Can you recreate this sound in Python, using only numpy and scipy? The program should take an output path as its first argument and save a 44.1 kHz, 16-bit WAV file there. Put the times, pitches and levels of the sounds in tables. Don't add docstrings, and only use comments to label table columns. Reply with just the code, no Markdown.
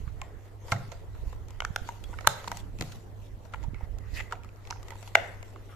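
import sys
import numpy as np
from scipy import signal
from scipy.fft import rfft, irfft, next_fast_len
from scipy.io import wavfile
from scipy.ndimage import uniform_filter1d

SR = 44100
rng = np.random.default_rng(int(sys.argv[2]) if len(sys.argv) > 2 else 0)


def amplitude_ratio(level_db):
    exponent = np.asarray(level_db, float) / 20
    return 10 ** exponent


def to_wav(sig):
    pcm = np.clip(np.atleast_2d(sig), -1, 1) * 32767
    pcm = np.round(pcm).astype(np.int16)
    wavfile.write(sys.argv[1], SR, pcm.T)


N = 253737


def evened(x):
    return x / np.sqrt(np.mean(x ** 2) + 1e-20)


def read_curve(points, hz):
    f, value = np.transpose(points)
    return np.interp(np.log(hz + 1), np.log(f + 1), value)


def add(mix, s, sound):
    part = mix[:, round(s * SR):][:, :sound.shape[1]]
    part += sound[:, :part.shape[1]]


def band(x, lo_hz, hi_hz, order=2):
    sos = signal.butter(order, [lo_hz, min(hi_hz, .45 * SR)], "band", fs=SR, output="sos")
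    return signal.sosfilt(sos, x)


def passes(hz, lo_hz, hi_hz):
    return 1 / np.sqrt(1 + ((hz ** 2 - lo_hz * hi_hz) / ((hz + 1) * (hi_hz - lo_hz))) ** 4)


def noise(spectrum, same, patchy_db):
    frames, hz = N // 256 + 5, np.fft.rfftfreq(1024, 1 / SR)
    a, b, c, d, patches = rng.standard_normal((frames, 513, 5)).T
    patches = uniform_filter1d(patches, size=14, axis=0)
    patches = evened(uniform_filter1d(patches, size=8, axis=1))
    same = np.clip(read_curve(same, hz), -1, 1)[:, None]
    left = a + 1j * b
    right = same * left + np.sqrt(1 - same ** 2) * (c + 1j * d)
    z = np.array([left, right]) * amplitude_ratio(read_curve(spectrum, hz)[:, None] + patchy_db * patches)
    return evened(signal.istft(z, nperseg=1024, noverlap=768)[1][:, :N])


def swell(s, rise_s, fall_s):
    since = np.arange(0, N / SR + .002, .001) - s
    return amplitude_ratio(10 * np.where(since < 0, since / abs(rise_s), -since / abs(fall_s)))


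def piled(levels_db, shapes, rest_db):
    power = amplitude_ratio(rest_db) ** 2 + sum((amplitude_ratio(db) * shape) ** 2 for db, shape in zip(levels_db, shapes))
    return np.interp(np.arange(N) / SR * 1000, np.arange(len(power)), np.sqrt(power))


def room_tone():
    # (frequency [Hz], level per Hz [dB])
    hiss_colour = [(76, -28.5), (130, -19.5), (155, -24), (250, -16), (437, -10), (522, -14.5), (1650, -25),
                   (2100, -32.5), (3250, -36), (6910, -43.5), (9130, -45.5), (13900, -41), (15000, -56.5)]
    # (frequency [Hz], likeness [0-1])
    hiss_likeness = [(60, 0.22), (240, 1), (950, 0.12), (3770, 0.05), (15000, 0.02)]
    hum_hz, hum_db, waver = 100, -48, 0.38
    blur = evened(band(rng.standard_normal(N), hum_hz - 11, hum_hz + 11))
    hum = np.sqrt(2) * np.sin(2 * np.pi * hum_hz * np.arange(N) / SR) + waver * blur
    hiss = amplitude_ratio(-57) * noise(hiss_colour, hiss_likeness, patchy_db=3.0)
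    return hiss + amplitude_ratio(hum_db + np.array([[-1.5], [-.4]])) * hum


def air():
    # (time [s], level [dB], time to fade 10 dB [s], left-right [dB])
    gust_rows = [(0.0, -33.5, 0.2622, -11), (.19, -37.5, 0.1051, -12.5), (.36, -38, 0.0398, -14.5),
                 (.8, -39, 0.42, 1.5), (1.06, -40, 0.16, -7), (1.26, -32.5, 0.27, -4.5),
                 (1.46, -35.5, -0.0122, -19.5), (1.62, -37, 0.17, -7), (1.71, -39, 0.0241, -22),
                 (1.819, -30, 0.01, -20), (2.071, -37.5, 0.1759, -12.5), (2.18, -43, 0.6, 1),
                 (2.43, -42, 0.1, -6.5), (2.67, -37, 0.18, -11.5), (2.8, -43, 0.3, 6),
                 (2.98, -42.5, 0.3, -4.5), (3.31, -40, 0.2322, -7.5), (3.46, -47, 0.329, -8),
                 (3.65, -34, 0.12, -19), (3.94, -35, 0.16, -12.5), (4.159, -37.5, -0.1, -22.5),
                 (4.36, -40, 0.14, -12.5), (4.79, -41, 0.32, 0), (5.3, -43, 1.5, 2)]
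    # (time [s], level [dB], time to fade 10 dB [s])
    jolt_rows = [
        (.74, -23, 0.08),
        (1.75, -34.5, -3),
        (2.48, -28.5, -0.57),
        (2.811, -14.5, -0.03),
        (4.14, -29, -0.12),
        (4.31, -39.5, 1),
        (5.11, -34, -0.4),
    ]
    shapes = [swell(s, 0.7 * fade_s, fade_s) for s, _, fade_s, _ in gust_rows]
    gusts = np.array([piled([db + side * pan_db for _, db, _, pan_db in gust_rows], shapes, -54.5)
                      for side in (.5, -.5)])
    jolt_shapes = [swell(s, 0.012, fade_s) for s, _, fade_s in jolt_rows]
    jolts = piled([db for _, db, _ in jolt_rows], jolt_shapes, -59.5)
    a, b, lumps = rng.standard_normal((3, N))
    lumpy = amplitude_ratio(3.777 * evened(band(lumps, 8.1, 58, order=1)))
    push = np.array([0.27 * b + a, b]) * lumpy
    low = np.array([evened(band(push[0], 3.8, 59.0)), evened(band(push[1], 21, 65.7))])
    upper = amplitude_ratio(-16.5) * evened(band(push, 51.0, 223))
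    return amplitude_ratio(-4.0) * (gusts * low + (amplitude_ratio(-26.5) * gusts + jolts) * upper)


def gloves():
    # (most pressure [s], rise [s], fall [s],
    # rub [dB], fizz [dB])
    strokes = [(0.0, 0.0499, 0.326, -56.5, -68), (.227, 0.0323, 0.071, -46.5, -80.5),
               (.476, 0.0983, 0.042, -54, -67.5), (.672, .03, .04, -60, -59),
               (.701, 0.051, 0.2, -46, -56.5), (.93, 0.107, 0.095, -54, -67),
               (1.31, 0.2012, 0.084, -53.5, -63), (1.5, 0.024, 0.3053, -53.5, -70.5),
               (1.898, 0.2198, 0.109, -53.5, -58.5), (2.113, 0.1742, 0.19, -57, -63.5),
               (2.377, 0.2068, 0.167, -44.5, -57.5), (2.575, 0.2341, 0.041, -49.5, -55),
               (2.606, 0.062, .01, -52.5, -53), (2.821, 0.0273, 0.12, -46.5, -52),
               (2.955, 0.117, .02, -59.5, -59.5),
               (3.265, 0.089, 0.047, -68, -64), (3.455, 0.0296, 0.033, -67.5, -67.5),
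               (3.549, 0.0365, 0.05, -51.5, -67.5), (3.639, 0.058, 0.024, -50, -66),
               (3.844, 0.0982, 0.02604, -50.5, -67.5), (4.173, 0.04306, 0.0533, -45.5, -50),
               (4.328, 0.03, 0.035, -45.5, -64.5), (4.447, 0.022, 0.047, -51, -73),
               (4.717, 0.136, 0.041, -50.5, -65), (4.901, 0.096, 0.11, -47.5, -65),
               (5.081, 0.16, 0.043, -54, -56), (5.261, 0.1963, 0.139, -47.5, -59.5),
               (5.49, 0.092, 0.094, -55, -64.5), (5.73, 0.25, 0.202, -59, -66.5)]
    # (frequency [Hz], level per Hz [dB])
    rub_colour = [(240, -39), (400, 0.5), (615, -0.5), (990, -2.5), (1650, -13.5), (1950, -2), (2560, -17),
                  (6000, -32.5), (7800, -57.5), (13200, -120)]
    # (frequency [Hz], level per Hz [dB])
    fizz_colour = [(1470, -31.5), (2500, 0), (4450, -3), (4980, -5), (7190, -2.5), (8810, -11), (13700, -9),
                   (14700, -34), (15000, -48.5)]
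    s, rise_s, fall_s, rub_db, fizz_db = np.transpose(strokes)
    shapes = [swell(*row) for row in zip(s, rise_s, fall_s)]
    grain = amplitude_ratio(1.5 * evened(uniform_filter1d(rng.standard_normal(N), size=130)))
    rub = piled(rub_db, shapes, -72) * noise(rub_colour, [(400, 0.7), (4000, 0.56)], patchy_db=0.2)
    fizz = piled(fizz_db, shapes, -74.5) * noise(fizz_colour, [(3000, 0.15), (12000, 0.11)], patchy_db=3.5)
    return grain * (amplitude_ratio(-6.0) * rub + amplitude_ratio(0.5) * fizz)


def puffs():
    # (time [s], level [dB], half-width [s])
    puff_rows = [
        (0.077, -16, 0.00266),
        (1.275, -18, 0.005406),
        (1.708, -15.5, 0.0026),
        (3.685, -16, 0.0023),
        (3.735, -24, 0.00105),
        (3.837, -15.5, 0.00356),
        (4.135, -22.5, 0.0038),
    ]
    out, t = np.zeros((2, N)), np.arange(-1500, 1500) / SR
    for s, db, half_s in puff_rows:
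        push = np.exp(-(t / half_s) ** 2) - 0.29 * np.exp(-(t / (2.5 * half_s)) ** 2)
        add(out, s + t[0], amplitude_ratio(db + np.array([[-14], [0]])) * push)
    return out


def knock(modes, chatter_s, build_s, crack_db, tick_db, spread, flip_hz=0):
    # (frequency [Hz], level per Hz [dB])
    contact_colour = [(1180, -30), (2000, 5), (2320, 2), (4180, -4.5), (4440, -5), (4980, -7), (7070, -3),
                      (8200, -11), (9600, -19), (11000, -13), (12900, -11.5), (14300, -15.5), (15000, -34)]
    t = np.arange(2048) / SR
    since = t - t[265]
    hz, db, t60, pan_db = np.transpose(modes)[:, :, None]
    apart = rng.uniform(-np.pi, np.pi, (len(modes), 1)) * np.clip(hz / 2200, 0, 1) * spread
    shared, *grit = rng.standard_normal((3, 2048))
    force = shared * np.exp(np.where(since < 0, since / (build_s + 1e-7), -since / (chatter_s + 1e-7)))

    growth = (1 - np.exp(-t * hz / 0.27)) ** 2
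    ringing = growth * amplitude_ratio(-60 * t / t60) * np.exp(2j * np.pi * hz * t)
    driven = signal.fftconvolve(ringing, force[None], axes=1)[:, :2048]
    driven *= amplitude_ratio(db) / abs(driven).max(axis=1, keepdims=True)
    driven *= np.where(hz < flip_hz, -1, 1)
    rings = np.array([(driven * np.exp(1j * side * apart) * amplitude_ratio(-side * pan_db)).imag.sum(0)
                      for side in (-.5, .5)])
    rings = band(rings, 441.5, 17000, order=3)

    bins = np.fft.rfftfreq(2048, 1 / SR)
    grit = rfft(np.array(grit)) * amplitude_ratio(read_curve(contact_colour, bins))
    fade = -since / (0.54 * chatter_s + 0.0013)
    linger = np.exp(np.where(since < 0, since / (build_s + 0.00016), fade))
    crack = amplitude_ratio(crack_db + 2.5) * evened(irfft(grit * passes(bins, lo_hz=2400, hi_hz=6150)))
    tick = amplitude_ratio(tick_db + 4.5) * evened(irfft(grit * passes(bins, lo_hz=6000, hi_hz=14020)))
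    return rings / abs(rings).max() + linger * (crack + tick)


def knocks(touches):
    # (frequency [Hz], level [dB], time to fade 60 dB [s])
    shell_rings = [(549.35, -13, 0.019), (700, -11.5, 0.0099), (920, -1.5, 0.013), (1300, -2.5, 0.015),
                   (1560, -1.5, 0.0025), (2100, -8, 0.025), (2590, -11, 0.013)]
    out = np.zeros((2, N))
    for s, db, hz, crack_db, tick_db, chatter_s, ring_s, shell_db, wide_db in touches:
        shift, uneven, pan = rng.uniform(-1, 1, (3, len(shell_rings)))
        modes = [(hz, 0, ring_s, 0)]
        for (f, d, t60), a, b, p in zip(shell_rings, shift, uneven, pan):
            ring_db = d + 1.2 * b + shell_db - 4.5 * abs(np.log2(f / hz))
            modes.append((f * (1 + 0.083 * a), ring_db, t60, 3.6 * p))
        sound = knock(modes, chatter_s, 0.12 * chatter_s, crack_db, tick_db, spread=0.75)
        add(out, s - .0055, amplitude_ratio(db + wide_db * pan[0] * np.array([[1], [-1]])) * sound)
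    return out


def taps():
    # (time [s], peak [dB], strongest ring [Hz], crack [dB])
    nudges = [(.077, -41, 1374, -27), (.682, -39, 980, -16), (.738, -33.5, 1420, -17),
              (.918, -35, 700, -12), (1.149, -45.5, 1010, -26), (1.27, -52.5, 962.8, -18.5),
              (1.64, -39, 902.4, -25.5), (2.129, -35, 951.7, -37.5), (2.246, -33, 1110, -34),
              (2.921, -45.5, 1500, -3.5), (3.451, -44.5, 682, -18), (3.525, -50, 803, -13.5),
              (3.636, -40.5, 850, -16.5), (4.311, -40.5, 1300, -16.5), (4.672, -42, 899.1, -14),
              (4.919, -34, 924, -33.5)]
    # (time [s], peak [dB], strongest ring [Hz], crack [dB], tick [dB])
    heavy = [
        (0.724, -28, 523.4, -15, -15.5),
        (2.039, -38.5, 3334, -13.5, -15),
        (2.208, -35.5, 707.3, -9.5, -24),
        (4.326, -29.5, 990, -20, -30),
        (5.027, -39, 785.4, -12.5, -20.5),
        (5.076, -36.5, 932.1, -11, -28.5),
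        (5.559, -37, 1050, -38.5, -33),
    ]
    # (time [s], peak [dB], strongest ring [Hz], crack [dB], tick [dB])
    battery_taps = [(1.328, -36, 1044, -25.5, -25.5), (1.484, -49, 833.8, -4.5, -12),
                    (1.506, -45, 874.4, -10, -14), (1.874, -46, 1500, -2, -19.5),
                    (2.187, -29, 1820, -25, -32), (2.442, -33.5, 1080, -15, -28.5),
                    (2.571, -36.5, 1035, -8, -6), (2.824, -36, 641.7, -17, -27.5)]
    # (time [s], peak [dB], strongest ring [Hz], crack [dB], tick [dB])
    cover_taps = [(3.744, -41, 2241, -15.5, -37), (3.808, -39, 866.5, -33, -42.5),
                  (3.985, -49, 980.4, -4, -8), (4.446, -41, 1300, -15, -21), (4.759, -40, 836, -27.5, -33),
                  (4.829, -43.5, 1304, -9.5, -11.5), (4.883, -41, 1915, -9, -17),
                  (4.905, -33.5, 1931, -15, -16), (4.955, -41, 923.8, -22, -22),
                  (5.428, -38.5, 730, -18.5, -20)]
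    # (time [s], peak [dB], strongest ring [Hz], crack [dB])
    catches = [
        (5.151, -19.5, 2100, -15),
        (2.2688, -26, 1300, -11.5),
        (4.33, -32.5, 713.86, -20),
    ]
    # (time [s], peak [dB], strongest ring [Hz], crack [dB])
    wheels = [
        (5.691, -47, 1158, -35.5),
        (5.72, -46.5, 1300, -28),
    ]
    rows = []
    for table, chatter_s in ((battery_taps, 0.0019), (cover_taps, 0.0012), (heavy, 0.0023)):
        rows += [(*row, chatter_s) for row in table]
    for table, chatter_s in ((nudges, 0.0076), (wheels, 0.029), (catches, 0.0063)):
        rows += [(*row, row[-1] - 12.5, chatter_s) for row in table]
    return [(*row, 0.0099 + 1.9 * row[-1], 2.5, 4.5) for row in rows]


def blows():
    # (time [s], peak [dB], ring [Hz], time to fade 60 dB [s], crack [dB])
    shell_blows = [(.7191, -16.5, 2070, 0.0042, -11.5), (.7215, -16.5, 1360, 0.03, -20),
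                   (.7305, -25.5, 835, 0.022, -16), (1.6033, -22, 2100, 0.01, -15),
                   (1.6202, -24.5, 1190, 0.01236, -26), (1.649, -19.5, 1458, 0.0117, -19),
                   (1.8885, -24, 939, 0.04, -19.5), (2.476, -24.5, 942.8, 0.02436, -18),
                   (2.516, -23, 945, 0.02378, -11), (3.5362, -30, 1393, 0.035, -28),
                   (3.5392, -28.5, 1384, 0.03264, -26), (3.542, -29.5, 890, 0.031, -28),
                   (4.1842, -33, 1918, 0.0195, -26), (4.2006, -28, 2423, 0.007, -19),
                   (4.2046, -25.5, 1977, 0.022, -23), (4.7045, -32.5, 908, .015, -26),
                   (4.7105, -29.5, 940.5, 0.03, -24.5), (4.7252, -28, 1500, 0.011, -26.5),
                   (5.1715, -27, 680, 0.04714, -36.5), (5.231, -34.5, 675.5, 0.0508, -36)]
    # (time [s], peak [dB], ring [Hz], time to fade 60 dB [s], crack [dB])
    pings = [
        (1.7603, -16.5, 1440, 0.013, -24),
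        (1.7606, -27, 3600, .011, -22),
        (1.7605, -24, 5400, .011, -20),
        (2.2708, -13, 1300, 0.01068, -14),
    ]
    # (time [s], peak [dB], ring [Hz], time to fade 60 dB [s], crack [dB])
    clips = [(2.4797, -28, 4200, .004, -8), (4.703, -33.5, 2600, .01, -12),
             (4.7075, -21.5, 4900, .006, -19), (.2155, -30, 2400, 0.0128, -12),
             (.216, -34, 7360, .008, -19), (.2175, -30, 1049, .045, -26), (.7145, -37, 5150, .008, -8),
             (.7245, -23.5, 1600, .025, -14), (2.787, -38.5, 2550, .012, -7.5),
             (2.797, -40, 2600, 0.022, -18), (2.8092, -25, 4250, .005, -5.5),
             (2.8105, -28, 1700, 0.0094, -11.5), (2.812, -28.5, 749, 0.016, -12.5),
             (2.822, -30.5, 4000, .006, -6.5), (2.823, -33, 2700, .012, -14.5),
             (3.5443, -29.5, 1700, .008, -23.5), (4.172, -32, 2500, .015, -15.5),
             (4.194, -30, 2290, .012, -18), (5.4278, -33.5, 2300, .012, -18.5)]
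    rows = []
    for table, tick_db in ((shell_blows, -10.5), (pings, 1), (clips, -9)):
        for s, db, hz, ring_s, crack_db in table:
            rows.append((s, db, hz, crack_db, crack_db + tick_db, .0004, ring_s, -1.5, 1.5))
    return rows


def rattles():
    # (time [s], peak [dB], ring [Hz], time to fade 60 dB [s], crack [dB])
    rattle_rows = [(.7195, -28, 2730, .012, -16), (.7218, -23, 2110, 0.023, -20),
                   (.722, -25, 1060, 0.0287, -26), (.733, -35.5, 3900, .015, -15),
                   (.762, -36, 1920, .02, -20), (1.6036, -24, 2976, 0.0084, -21),
                   (1.6031, -23, 1400, .012, -27), (1.6205, -30, 1450, .016, -25.5),
                   (1.6206, -37, 2100, .016, -19), (1.6492, -23, 1800, .013, -14),
                   (1.6496, -33, 6000, .008, -14), (1.7604, -29, 10500, .006, -18),
                   (2.0395, -42, 3350, .05, -20), (4.2224, -41, 2500, .008, -13.5),
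                   (4.3232, -21, 1366, 0.016, -19.5), (4.354, -47, 2300, .01, -14),
                   (4.434, -46, 2400, .012, -9), (4.4895, -45.5, 2500, .012, -15),
                   (4.56, -56.5, 5500, 0.0056, -7), (4.6517, -43.5, 2210, .015, -14),
                   (4.6725, -41, 2600, .012, -14), (4.77, -49, 2500, 0.014, -20),
                   (4.935, -47, 2200, .01, -13.5), (4.965, -48, 2500, .01, -12),
                   (2.477, -32, 1500, .012, -15.5), (2.5161, -30.5, 1585, .012, -16),
                   (2.139, -36, 1450, .03, -22), (1.8889, -33, 1500, .012, -15),
                   (2.475, -36, 1100, .01, -8), (2.5223, -34, 1900, 0.011, -18),
                   (2.525, -33.5, 700, 0.021, -26), (3.5365, -34.5, 2050, .012, -16),
                   (3.557, -48, 2900, .015, -16), (3.629, -45, 2400, 0.011, -9),
                   (.7235, -27, 690, .04, -30), (4.2078, -30, 2490, .01, -19),
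                   (4.331, -32.5, 990, 0.017, -24)]
    return [(s, db, hz, crack_db, crack_db - 10.5, .0004, ring_s, -9, 1.5)
            for s, db, hz, ring_s, crack_db in rattle_rows]


def thuds():
    # (time [s], level [dB], frequency [Hz], time to fade 60 dB [s])
    thud_rows = [
        (.722, -28, 108, 0.4966),
        (2.812, -36.5, 130, 0.37),
        (0.17, -59, 208.46, 0.1367),
        (2.275, -32, 99, 0.34),
        (2.812, -36, 255, 0.067),
    ]
    out, t = np.zeros((2, N)), np.arange(SR // 2) / SR
    for s, db, hz, t60 in thud_rows:
        ring = np.sin(2 * np.pi * hz * t)
        ring += 0.77 * np.sin(2 * np.pi * 1.22 * hz * t)
        ring += 0.3 * np.sin(2 * np.pi * 1.7 * hz * t)
        add(out, s, amplitude_ratio(db - 60 * t / t60) * ring * amplitude_ratio([[-1.5], [1.5]]))
    return out


def snaps():
    # (time [s], peak [dB], crack 2.5-6 kHz [dB], tick 6-14 kHz [dB], left-right phase spread [share])
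    snap_rows = [
        (2.2728, 2.5, -26, -22, 0.56),
        (5.1534, 2.5, -28, -32, 0.4),
    ]
    # (frequency [Hz], level [dB], time to fade 60 dB [s], left-right [dB])
    bay_rings = [(631.84, -11, .02, 2.5), (859, -1.5, 0.020247, 0), (1329, 0.5, 0.016, -4),
                 (1500, -0.5, 0.017, 2.5), (2700, -11.5, 0.012, -3.5), (3020, -5.5, 0.014, -3.5),
                 (3650, -7, 0.016, -3), (4110, -6, 0.011, -9), (7130, -9.5, 0.009, -10),
                 (8899.7, -16, 0.0096, -9.5), (10300, -11, .007, -8), (11197, -4, 0.0051, -12),
                 (13650, -10, .005, 0), (2080, -13, .012, 0)]
    # (frequency [Hz], level [dB], time to fade 60 dB [s], left-right [dB])
    cover_rings = [(685, -0.5, 0.022074, 0), (803, -6, 0.029, -0.5), (1544, 2.5, 0.012052, -11.5),
                   (2103, 5.5, 0.009, 17), (2737.3, -4.5, 0.014, 11), (3421.6, -8.5, 0.017, -3.5),
                   (5570, -17, 0.02, 2.5), (6600, -13, 0.012, -4), (10500, -28, 0.0055, -4),
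                   (13000, -25.5, .005, 0), (14800, -34, .004, -0.5)]
    out = np.zeros((2, N))
    for row, modes, flip_hz in zip(snap_rows, (bay_rings, cover_rings), (1100, 0)):
        s, db, crack_db, tick_db, spread = row
        add(out, s - .006, amplitude_ratio(db) * knock(modes, 0, 0, crack_db, tick_db, spread, flip_hz))
    return out


def scrape():
    # (time [s], pressure [dB], ring [Hz])
    scrape_path = [
        (3.75, -57.5, 2100),
        (3.85, -64.5, 1987),
        (3.9, -76, 1987),
        (4.06, -58.5, 1938),
        (4.13, -60, 1992),
        (4.165, -42, 1920),
        (4.21, -35.5, 1987),
        (4.222, -57.5, 2038),
        (4.31, -63, 1930),
    ]
    t = np.arange(N) / SR
    s, pressure_db, ring_hz = np.transpose(scrape_path)
    db, hz = np.interp(t, s, pressure_db), np.interp(t, s, ring_hz)
    touching = np.interp(t, [3.73, 3.75, 4.3, 4.32], [0, 1, 1, 0])
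    slips = rng.standard_normal((2, N)) * (0.7163 + (rng.random(N) < 900 / SR) * 1.891)
    slips = slips + 0.329 * slips[::-1]
    turn = np.exp(2j * np.pi * np.cumsum(hz) / SR)
    r, thin = np.exp(-np.pi * 330 / SR), np.exp(-np.pi * 90 / SR)
    ring = (turn * signal.lfilter([1], np.convolve([1, -r], [1, -r]), slips / turn)).real
    sing = evened((turn * signal.lfilter([1], [1, -thin], ring / turn)).real)
    sing *= piled([-62], [swell(4.292, 0.13, .012)], -100)
    upper_gain = amplitude_ratio(db - 22.5) + piled([-41.5], [swell(4.152, 0.0119, 0.021)], -100)
    upper = upper_gain * amplitude_ratio(-5.5) * evened(band(slips, 3798, 5153.6))
    grit = amplitude_ratio(1.2 * (db + 35.0) - 40.5) * evened(band(slips, 2266, 2670.0))
    return touching * (grit + sing + amplitude_ratio(db - 3.0) * evened(ring) + upper)


def scattered(x):
    # (shift [Hz], level [dB])
    shifts = [(-310, -8), (310, -8.5), (729.5, -19), (1500, -15)]
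    size = next_fast_len(N)
    high = rfft(band(x, 1750, 8300, order=3), size)
    copies = sum(amplitude_ratio(db) * np.roll(high, round(hz * size / SR), axis=1) for hz, db in shifts)
    return x + irfft(copies, size)[:, :N]


def walls(x):
    # (frequency [Hz], time to fade 60 dB [s])
    wall_fade = [(300, 0.9219), (700, 0.335), (1500, 0.61), (4000, 0.43), (10000, 0.23)]
    # (frequency [Hz], level [dB])
    wall_colour = [(300, 1.5), (700, 6.5), (1100, -5.5), (1500, -5), (2200, -8), (2800, -9), (3700, -5),
                   (5000, -4), (7000, -1), (13500, -3.5)]
    taps_in = np.zeros((2, SR))
    at = np.arange(0, SR - 20, 20) + rng.integers(0, 20, (2, (SR - 1) // 20))
    np.put_along_axis(taps_in, at, rng.choice([-1., 1.], at.shape), 1)
    hz, t, z = signal.stft(taps_in, SR, nperseg=256)
    fade_db = read_curve(wall_colour, hz)[:, None] - 60 * t / read_curve(wall_fade, hz)[:, None]
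    tail = signal.istft(z * amplitude_ratio(fade_db), SR, nperseg=256)[1][:, :SR]
    first_wall_s = 0.01286
    tail *= np.clip((np.arange(SR) / SR - first_wall_s) / 0.0011, .2, 1)
    tail += 0.18 * tail[::-1]
    return signal.fftconvolve(x, tail / np.linalg.norm(tail[0]), axes=1)[:, :N]


def scene():
    near = knocks(taps() + blows() + rattles()) + snaps() + scrape()
    echo = amplitude_ratio(-16.5) * walls(scattered(near))
    steady = echo + room_tone() + air() + gloves() + puffs() + thuds()
    edge = signal.firwin(511, 14400, window=("kaiser", 8), fs=SR)  # low-pass, Hz
    return near + signal.oaconvolve(steady, edge[None], "same", axes=1)


def top_cut(x):
    return signal.sosfilt(signal.butter(12, 16200, fs=SR, output="sos"), x)


def record(dry):
    mix = np.clip(dry, -1, 1)
    return top_cut(mix)


dry = scene()
out = record(dry)
to_wav(out)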